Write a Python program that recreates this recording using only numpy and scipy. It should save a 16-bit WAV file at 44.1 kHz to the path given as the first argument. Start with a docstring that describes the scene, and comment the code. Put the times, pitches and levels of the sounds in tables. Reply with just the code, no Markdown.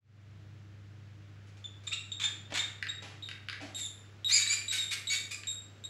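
"""Tiled bathroom: a mouse, cornered by a cat behind the sink, squeaks in clusters.
Thin whistles break into rasps (uneven vocal fold pulses ringing the throat) and lower, arched squeals.
Paws bump and claws click on the counter; near walls echo and the tiles ring on.
A fan's mains hum and soft rush of air fill the room and stir its low modes."""
import sys
import numpy as np
from scipy import signal
from scipy.fft import rfft, irfft, next_fast_len
from scipy.io import wavfile
from scipy.ndimage import map_coordinates

SR = 44100
rng = np.random.default_rng(int(sys.argv[2]) if len(sys.argv) > 2 else 0)


def transcribe(signal):
    """Save signal, clipped to [-1, 1], as a 16-bit WAV file at the path in sys.argv[1]."""
    frames = np.atleast_2d(signal).T
    limited = np.clip(frames, -1, 1)
    pcm = np.round(limited * 32767).astype(np.int16)
    wavfile.write(sys.argv[1], SR, pcm)


N = 259969

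# motor hum lines: f/Hz, relative level/dB
HUM_LINES = [(100.1, -57), (200.2, -75), (300.3, -86)]
# hum envelope: t/s, level/dB
HUM_LEVEL = [(.8, -49), (2.8, -50.5), (5.2, -53.5)]
# air rush spectrum: f/Hz, relative density/dB
AIR_SPECTRUM = [(20, -24), (45, -25), (80, -11.5), (170, -14), (260, -14.5), (450, -17), (950, -25.5),
                (1400, -20.5), (3000, -25.5), (7000, -36.5), (10500, -48), (12800, -34), (14000, -37)]
# air rush envelope: t/s, level/dB
AIR_LEVEL = [(1.2, -61), (2.4, -58)]
# low room modes: f/Hz, half-width/Hz, level/dB
ROOM_MODES = [(70, 2.8, -71.5), (126.9, 6.6, -64.5), (147, 16, -65), (311.5, 8.3, -74)]
# envelope of all modes: t/s, gain/dB
MODE_GAIN = [(1.2, 5), (1.7, -1.5), (3.1, 2.5), (4.5, -12), (5.8, -4)]
# paws on the counter: t/s, scuff level/dB, t60/s, scuff tilt/(dB/oct), knock f/Hz, knock level/dB
PAW_BUMPS = [(1.470, -63, 0.22, 1.5, 600, -79), (1.570, -58, 0.18, -1, 600, -82),
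             (1.836, -58.5, 0.45, 0.5, 600, -76), (2.504, -48.5, 0.27, -3.5, 610, -66),
             (2.522, -34, 0.055, -5, 656, -39.5), (3.023, -46, 0.44, -2, 403, -58),
             (3.604, -48, 0.41, -5, 635, -50), (3.612, -49, 0.43, -0.5, 294, -50)]
# paw scuff spectrum: f/Hz, relative density/dB
SCUFF_SPECTRUM = [(30, -41), (200, -9), (400, -6), (750, 0.5), (1100, -3.5), (2500, 6.5), (6500, -2),
                  (10000, -10.5), (16000, -16)]
# thin high squeaks: t/s, length/s, f/Hz, level/dB, 2nd harmonic/dB, roughness/0-1
WHISTLES = [ (1.642, 0.018, 3577, -42, -13.5, 0.11), (1.869, 0.016, 3777, -41, -5.5, 0.28),
            (1.928, 0.015, 3830, -32, -7.5, 0.29), (2.118, 0.013, 3768, -34, -11.5, 0.09),
            (2.2, .045, 3650, -35, -8, .55), (2.239, 0.025, 3645, -32.5, -8, 0.16),
            (2.54, 0.043, 3567, -38, -2, 0.54), (2.592, 0.02, 3715, -30.5, -11, 0.2),
            (2.887, .018, 3810, -35.5, -12.5, 0.1), (3.224, 0.054, 3825, -42, -21, 0.13),
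            (3.747, 0.12, 3810, -40, -2.5, 0.21), (4.2455, 0.056, 3850, -31.5, -17, 0.08),
            (4.420, 0.01, 3830, -29, -9.5, 0), (4.475, 0.0055, 3985, -28, -2, 0),
            (4.681, 0.0345, 3876, -33.5, -5, .1), (4.783, 0.061, 3815, -33, -9.5, 0.11),
            (4.907, 0.011, 3905, -38.5, -10, 0.15), (5.071, 0.034, 3870, -33.5, -8.5, 0.16),
            (5.151, 0.03, 3744, -34.5, -6.5, 0.11), (5.471, 0.047, 3835, -37, -1, 0.08),
            (5.839, 0.019, 3830, -41, -6.5, 0.09)]
# voice brightness, muffled then shrill: t/s, tilt/(dB/oct)
VOICE_TILT = [(1.9, -3.5), (2.6, -3.5), (3.7, 2.5), (4.4, 1), (5.5, 1)]
# hoarse cries: t/s, length/s, f/Hz, start offset/share of f, level/dB, pulse scatter/cycles
RASPS = [ (1.874, 0.0085, 1142, 0.09, -46, 0.086), (1.917, 0.018, 1362, -0.053, -42, 0.07),
         (2.196, 0.056, 846, 0.53, -38, 0.11), (2.537, 0.053, 849, 0.41, -34, 0.19),
         (3.776, 0.03, 741.5, 0.082, -44.5, 0.32), (4.284, 0.035, 959, -0.041, -34.5, 0.22),
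         (4.334, 0.092, 1174, 0.06, -35.5, 0.21), (4.484, 0.062, 1173, 0, -36, 0.245),
         (4.707, 0.0756, 761.5, 0, -34, 0.081), (4.908, 0.033, 775, -0.07, -32, 0.14),
         (5.095, 0.071, 755, -0.019, -37, 0.1), (5.308, 0.022, 1213, -0.038, -39, 0.11)]
# throat response: f/Hz, gain/dB
THROAT_RESPONSE = [(400, -54), (900, -14.5), (1500, -1.5), (2400, 5.5), (3000, 0.5), (3700, 3.5),
                   (4600, 0.5), (5700, -3.5), (7400, -6), (8500, 2.5), (10500, -15), (13000, 0.5),
                   (16000, -40)]
# lower cries: t/s, length/s, top f/Hz, climb/share of f, level/dB, 2nd harmonic/dB, roughness/0-1
SQUEALS = [ (1.917, .016, 2750, 0.15, -36, -14, 0.23), (4.306, 0.042, 2472, .19, -37, 10, 0.07),
           (4.349, 0.035, 2341, 0.0208, -35, 5, 0.3), (4.491, .048, 2403, 0.0498, -36, 2.5, 0.1),
           (4.728, 0.02, 2237, 0.021, -38.5, -6, 0.18), (4.913, 0.015, 2435, 0.115, -40, -9, 0.45),
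           (5.096, 0.046, 2280, 0.028, -37, -.5, 0.09), (5.309, 0.038, 2428, 0.024, -41.5, -2.5, 0.38)]
# claws on the counter: t/s, level/dB, ring f/Hz
CLAW_CLICKS = [(2.826, -19.5, 1730), (2.869, -27.5, 1920), (3.288, -29, 1900), (3.313, -29, 2330),
               (3.486, -24, 4600), (3.498, -24.5, 4670), (3.529, -25.5, 1850), (4.464, -26, 1920),
               (4.615, -33, 2740), (5.435, -32, 1860)]
# claw strike colour: f/Hz, gain/dB
CLAW_RESPONSE = [(500, -57), (1100, -17), (1500, 0), (2200, -1.5), (3000, -3.5), (4800, -8), (5700, -20.5),
                 (8000, -25), (11000, -28), (15000, -40)]
# tiled room decay: f/Hz, t60/s
TILE_DECAY = [(150, 0.86), (600, 0.48), (1500, 0.61), (3700, 0.46), (7500, 0.44), (14000, 0.49)]
# microphone response: f/Hz, gain/dB
MIC_RESPONSE = [(20, -2), (7800, -1.5), (8700, -11), (9100, -16.5), (9600, -8.5), (10500, 1), (13000, -24),
                (14000, -18), (16000, -14)]


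def amp(db):
    """dB to gain."""
    return 10 ** (np.asarray(db) / 20)


def unit(x):
    """Scale to rms 1."""
    return x / np.sqrt(np.mean(x ** 2) + 1e-20)


def along(points, hz):
    """(f/Hz, value) rows read on a log axis."""
    f, v = np.transpose(points)
    return np.interp(np.log(hz + 1), np.log(f + 1), v)


def curve(rows):
    """(t/s, value) rows read at every sample."""
    return np.interp(np.arange(N) / SR, *np.transpose(rows))


def wobble(rate_hz, n):
    """Smooth random curve, rate_hz knots a second."""
    knots = rng.standard_normal(int(n * rate_hz / SR) + 4)
    return map_coordinates(knots, [np.arange(n) * rate_hz / SR])


def filtered(x, response):
    """Zero-phase filter with gain response(hz)."""
    n = x.shape[-1]
    m = next_fast_len(n + 8192)
    return irfft(rfft(x, m) * response(np.fft.rfftfreq(m, 1 / SR)), m)[..., :n]


def coloured(x, spectrum, tilt_db_oct=0):
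    """Minimum-phase filter with a tilted spectrum."""
    n, m = len(x), 2 * len(x)
    hz = np.fft.rfftfreq(m, 1 / SR)
    gain_db = along(spectrum, hz) + tilt_db_oct * np.log2(np.maximum(hz, 200))
    cepstrum = irfft(np.log(amp(gain_db)))
    response = np.exp(rfft(2 * cepstrum[:n], m) - cepstrum[0])
    return irfft(rfft(x, m) * response)[:n]


def noise(spectrum, n, tilt_db_oct=0):
    """Coloured noise, rms 1."""
    white = rng.standard_normal(n)
    return unit(filtered(white, lambda hz: amp(along(spectrum, hz) + tilt_db_oct * np.log2(hz + 1))))


def band_noise(hz, half_width_hz, n, order=1):
    """Noise in one resonance, rms 1."""
    white = rng.standard_normal(n)
    return unit(filtered(white, lambda f: 1 / (1 + ((f - hz) / half_width_hz) ** 2) ** order))


def pulses(places, sizes, n):
    """Impulses at fractional sample positions."""
    taps = np.floor(places)[:, None].astype(int) + np.arange(-8, 9)
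    shapes = sizes[:, None] * np.sinc(taps - places[:, None])
    return np.bincount(np.maximum(taps, 0).ravel(), shapes.ravel(), n)[:n]


def gate(t, length_s, attack_s, release_s=0.0016):
    """Rise, hold, decay after length_s."""
    return (1 - np.exp(-t / attack_s)) * np.exp(-np.maximum(t - length_s, 0) / release_s)


def add(track, start_s, sound):
    """Mix in at start_s."""
    i = round(start_s * SR)
    track[i:i + len(sound)] += sound[:max(N - i, 0)]


def fan(fade_in_s=0.13):
    """The motor hums at twice the mains rate; its rush of air stirs the room's low modes."""
    t = np.arange(N) / SR
    lines = 0
    for k, (hz, db) in enumerate(HUM_LINES):
        drift_rad = (0.6 if k else 0.02) * wobble(6.9, N)
        lines += amp(db) * np.sin(2 * np.pi * hz * t + drift_rad)
    hum = unit(lines) * amp(curve(HUM_LEVEL))
    modes = sum(amp(db) * band_noise(hz, half_width_hz, N) for hz, half_width_hz, db in ROOM_MODES)
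    air = noise(AIR_SPECTRUM, N) * amp(curve(AIR_LEVEL) + 0.22 * wobble(8, N))
    fade_in = (1 - np.exp(-t / fade_in_s)) ** 1.9
    return (hum + modes * amp(curve(MODE_GAIN)) + air) * fade_in


def paws(attack_s=0.0002):
    """Soft pads knock the counter dully and trail off into a scuff."""
    out, t = np.zeros(N), np.arange(SR // 3) / SR
    for start_s, scuff_db, t60_s, tilt_db_oct, knock_hz, knock_db in PAW_BUMPS:
        knock = amp(knock_db) * band_noise(knock_hz, knock_hz / 3, len(t), order=2)
        scuff = amp(scuff_db) * noise(SCUFF_SPECTRUM, len(t), tilt_db_oct)
        envelope = amp(-60 * t / t60_s) * (1 - np.exp(-t / attack_s))
        add(out, start_s, (knock + scuff) * envelope)
    return out


def voice_tilt_db_oct(time_s):
    """Brightness of the voice at time_s."""
    return np.interp(time_s, *np.transpose(VOICE_TILT))


def cry(pitch_hz, second_db, third_db, rough):
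    """Four harmonics on a pitch contour; strain shakes pitch and strength."""
    n = len(pitch_hz)
    jitter = 1 + rough * (0.12 * wobble(2133, n) + 0.049 * wobble(340, n))
    phase = 2 * np.pi * np.cumsum(pitch_hz * jitter) / SR
    levels_db = [0, second_db, third_db, third_db - 11]  # 4th lies past the throat's last resonance
    tone = sum(amp(db) * np.sin(k * phase) for k, db in enumerate(levels_db, 1))
    shimmer_db = (1 + 6 * rough) * wobble(130, n) + 6 * rough * wobble(1100, n)
    return np.sqrt(2) * tone * unit(amp(shimmer_db))


def whistles(scoop_share=0.13, scoop_s=0.00085, sag_per_s=0.4, strain_drop=0.1135):
    """Each snaps up to pitch, then sags as breath runs out, further when strained."""
    out, t = np.zeros(N), np.arange(SR // 6) / SR
    for start_s, length_s, hz, db, second_db, rough in WHISTLES:
        scoop = scoop_share * np.exp(-t / scoop_s)
        sag = (sag_per_s + strain_drop * rough / length_s) * np.minimum(t, length_s)
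        third_db = -22.5 + 0.31 * second_db + 3.9 * voice_tilt_db_oct(start_s)
        voice = cry(hz * (1 - scoop - sag), second_db, third_db, rough)
        add(out, start_s, amp(db) * voice * gate(t, length_s, attack_s=0.00017))
    return out


def rasps(settle_s=0.015, swell_share=0.053):
    """The folds drop to a low, stumbling beat of uneven pulses that ring the throat."""
    out, t = np.zeros(N), np.arange(SR // 6) / SR
    n = len(t)
    for start_s, length_s, hz, offset, db, scatter_cycles in RASPS:
        pitch_hz = hz * (1 + offset * np.exp(-t / settle_s)) * (1 + 0.01296 * wobble(195.5, n))
        cycles = np.cumsum(pitch_hz) / SR
        beats = np.arange(int(cycles[-1]))
        timing, strength = rng.standard_normal((2, n))[:, :len(beats)]
        places = np.interp(beats + scatter_cycles * timing, cycles, t * SR)
        folds = pulses(places, amp(2.5 * strength), n)
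        voice = coloured(folds, THROAT_RESPONSE, voice_tilt_db_oct(start_s))
        flutter = amp(2.3 * wobble(96, n))
        push = amp(np.interp(t / length_s, [0, 0.5, 1], [-5, 1, -1]))
        envelope = push * gate(t, length_s, attack_s=swell_share * length_s, release_s=0.0031)
        add(out, start_s, amp(db) * unit(voice * flutter) * envelope)
    return out


def squeals(crest_share=0.85, detune_loss_db=65):
    """The lower register climbs in an arch; at the top its 3rd harmonic meets a throat resonance."""
    out, t = np.zeros(N), np.arange(SR // 6) / SR
    for start_s, length_s, top_hz, climb, db, second_db, rough in SQUEALS:
        progress = np.minimum(t / length_s, 1)
        below_top = climb * np.cos(np.pi / 2 * progress / crest_share) ** 2
        third_db = second_db + 1.5 + voice_tilt_db_oct(start_s) - detune_loss_db * below_top
        voice = cry(top_hz * (1 - below_top), second_db, third_db, rough)
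        add(out, start_s, amp(db) * voice * gate(t, length_s, attack_s=0.0031))
    return out


def claws(ring_width_hz=600):
    """A hard tip strikes: a brief crack and a short ring, pitched by the spot it hits."""
    out, t = np.zeros(N), np.arange(SR // 20) / SR
    envelope = amp(-60 * t / 0.013) + amp(-31 - 60 * t / 0.042)
    for start_s, db, ring_hz in CLAW_CLICKS:
        crack = rng.standard_normal(len(t)) * envelope
        ring = signal.lfilter(*signal.iirpeak(ring_hz, ring_hz / ring_width_hz, SR), crack)
        click = coloured(crack + amp(-2) * ring, CLAW_RESPONSE)
        add(out, start_s, amp(db - 20) * unit(click))  # rms about 20 dB under the peak
    return out


def bathroom(x, wet_db, early_db, build_s=0.0021):
    """Near walls return six quick echoes; the tiles ring on."""
    hz, t, spectra = signal.stft(rng.standard_normal(SR * 3 // 4), SR, nperseg=256)
    decay = amp(-60 * t / along(TILE_DECAY, hz)[:, None])
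    _, tail = signal.istft(spectra * decay, SR, nperseg=256)
    tail *= 1 - np.exp(-np.arange(len(tail)) / SR / build_s)
    response = amp(wet_db) * tail / np.linalg.norm(tail)
    echo_taps = rng.integers(SR // 700, SR // 50, size=6)
    response[echo_taps] += amp(early_db)
    return x + signal.fftconvolve(x, response)[:N]


def scene():
    """One small room, both channels alike."""
    mouse = whistles() + squeals() + rasps()
    sound = bathroom(mouse + claws() + paws(), wet_db=-0.5, early_db=-19) + fan()
    return np.array([sound, sound])


def record(dry):
    """Microphone: a treble notch from its port, and a hard band limit."""
    top_hz = 15750
    return filtered(dry, lambda hz: amp(along(MIC_RESPONSE, hz)) * (hz < top_hz))


dry = scene()
out = record(dry)
transcribe(out)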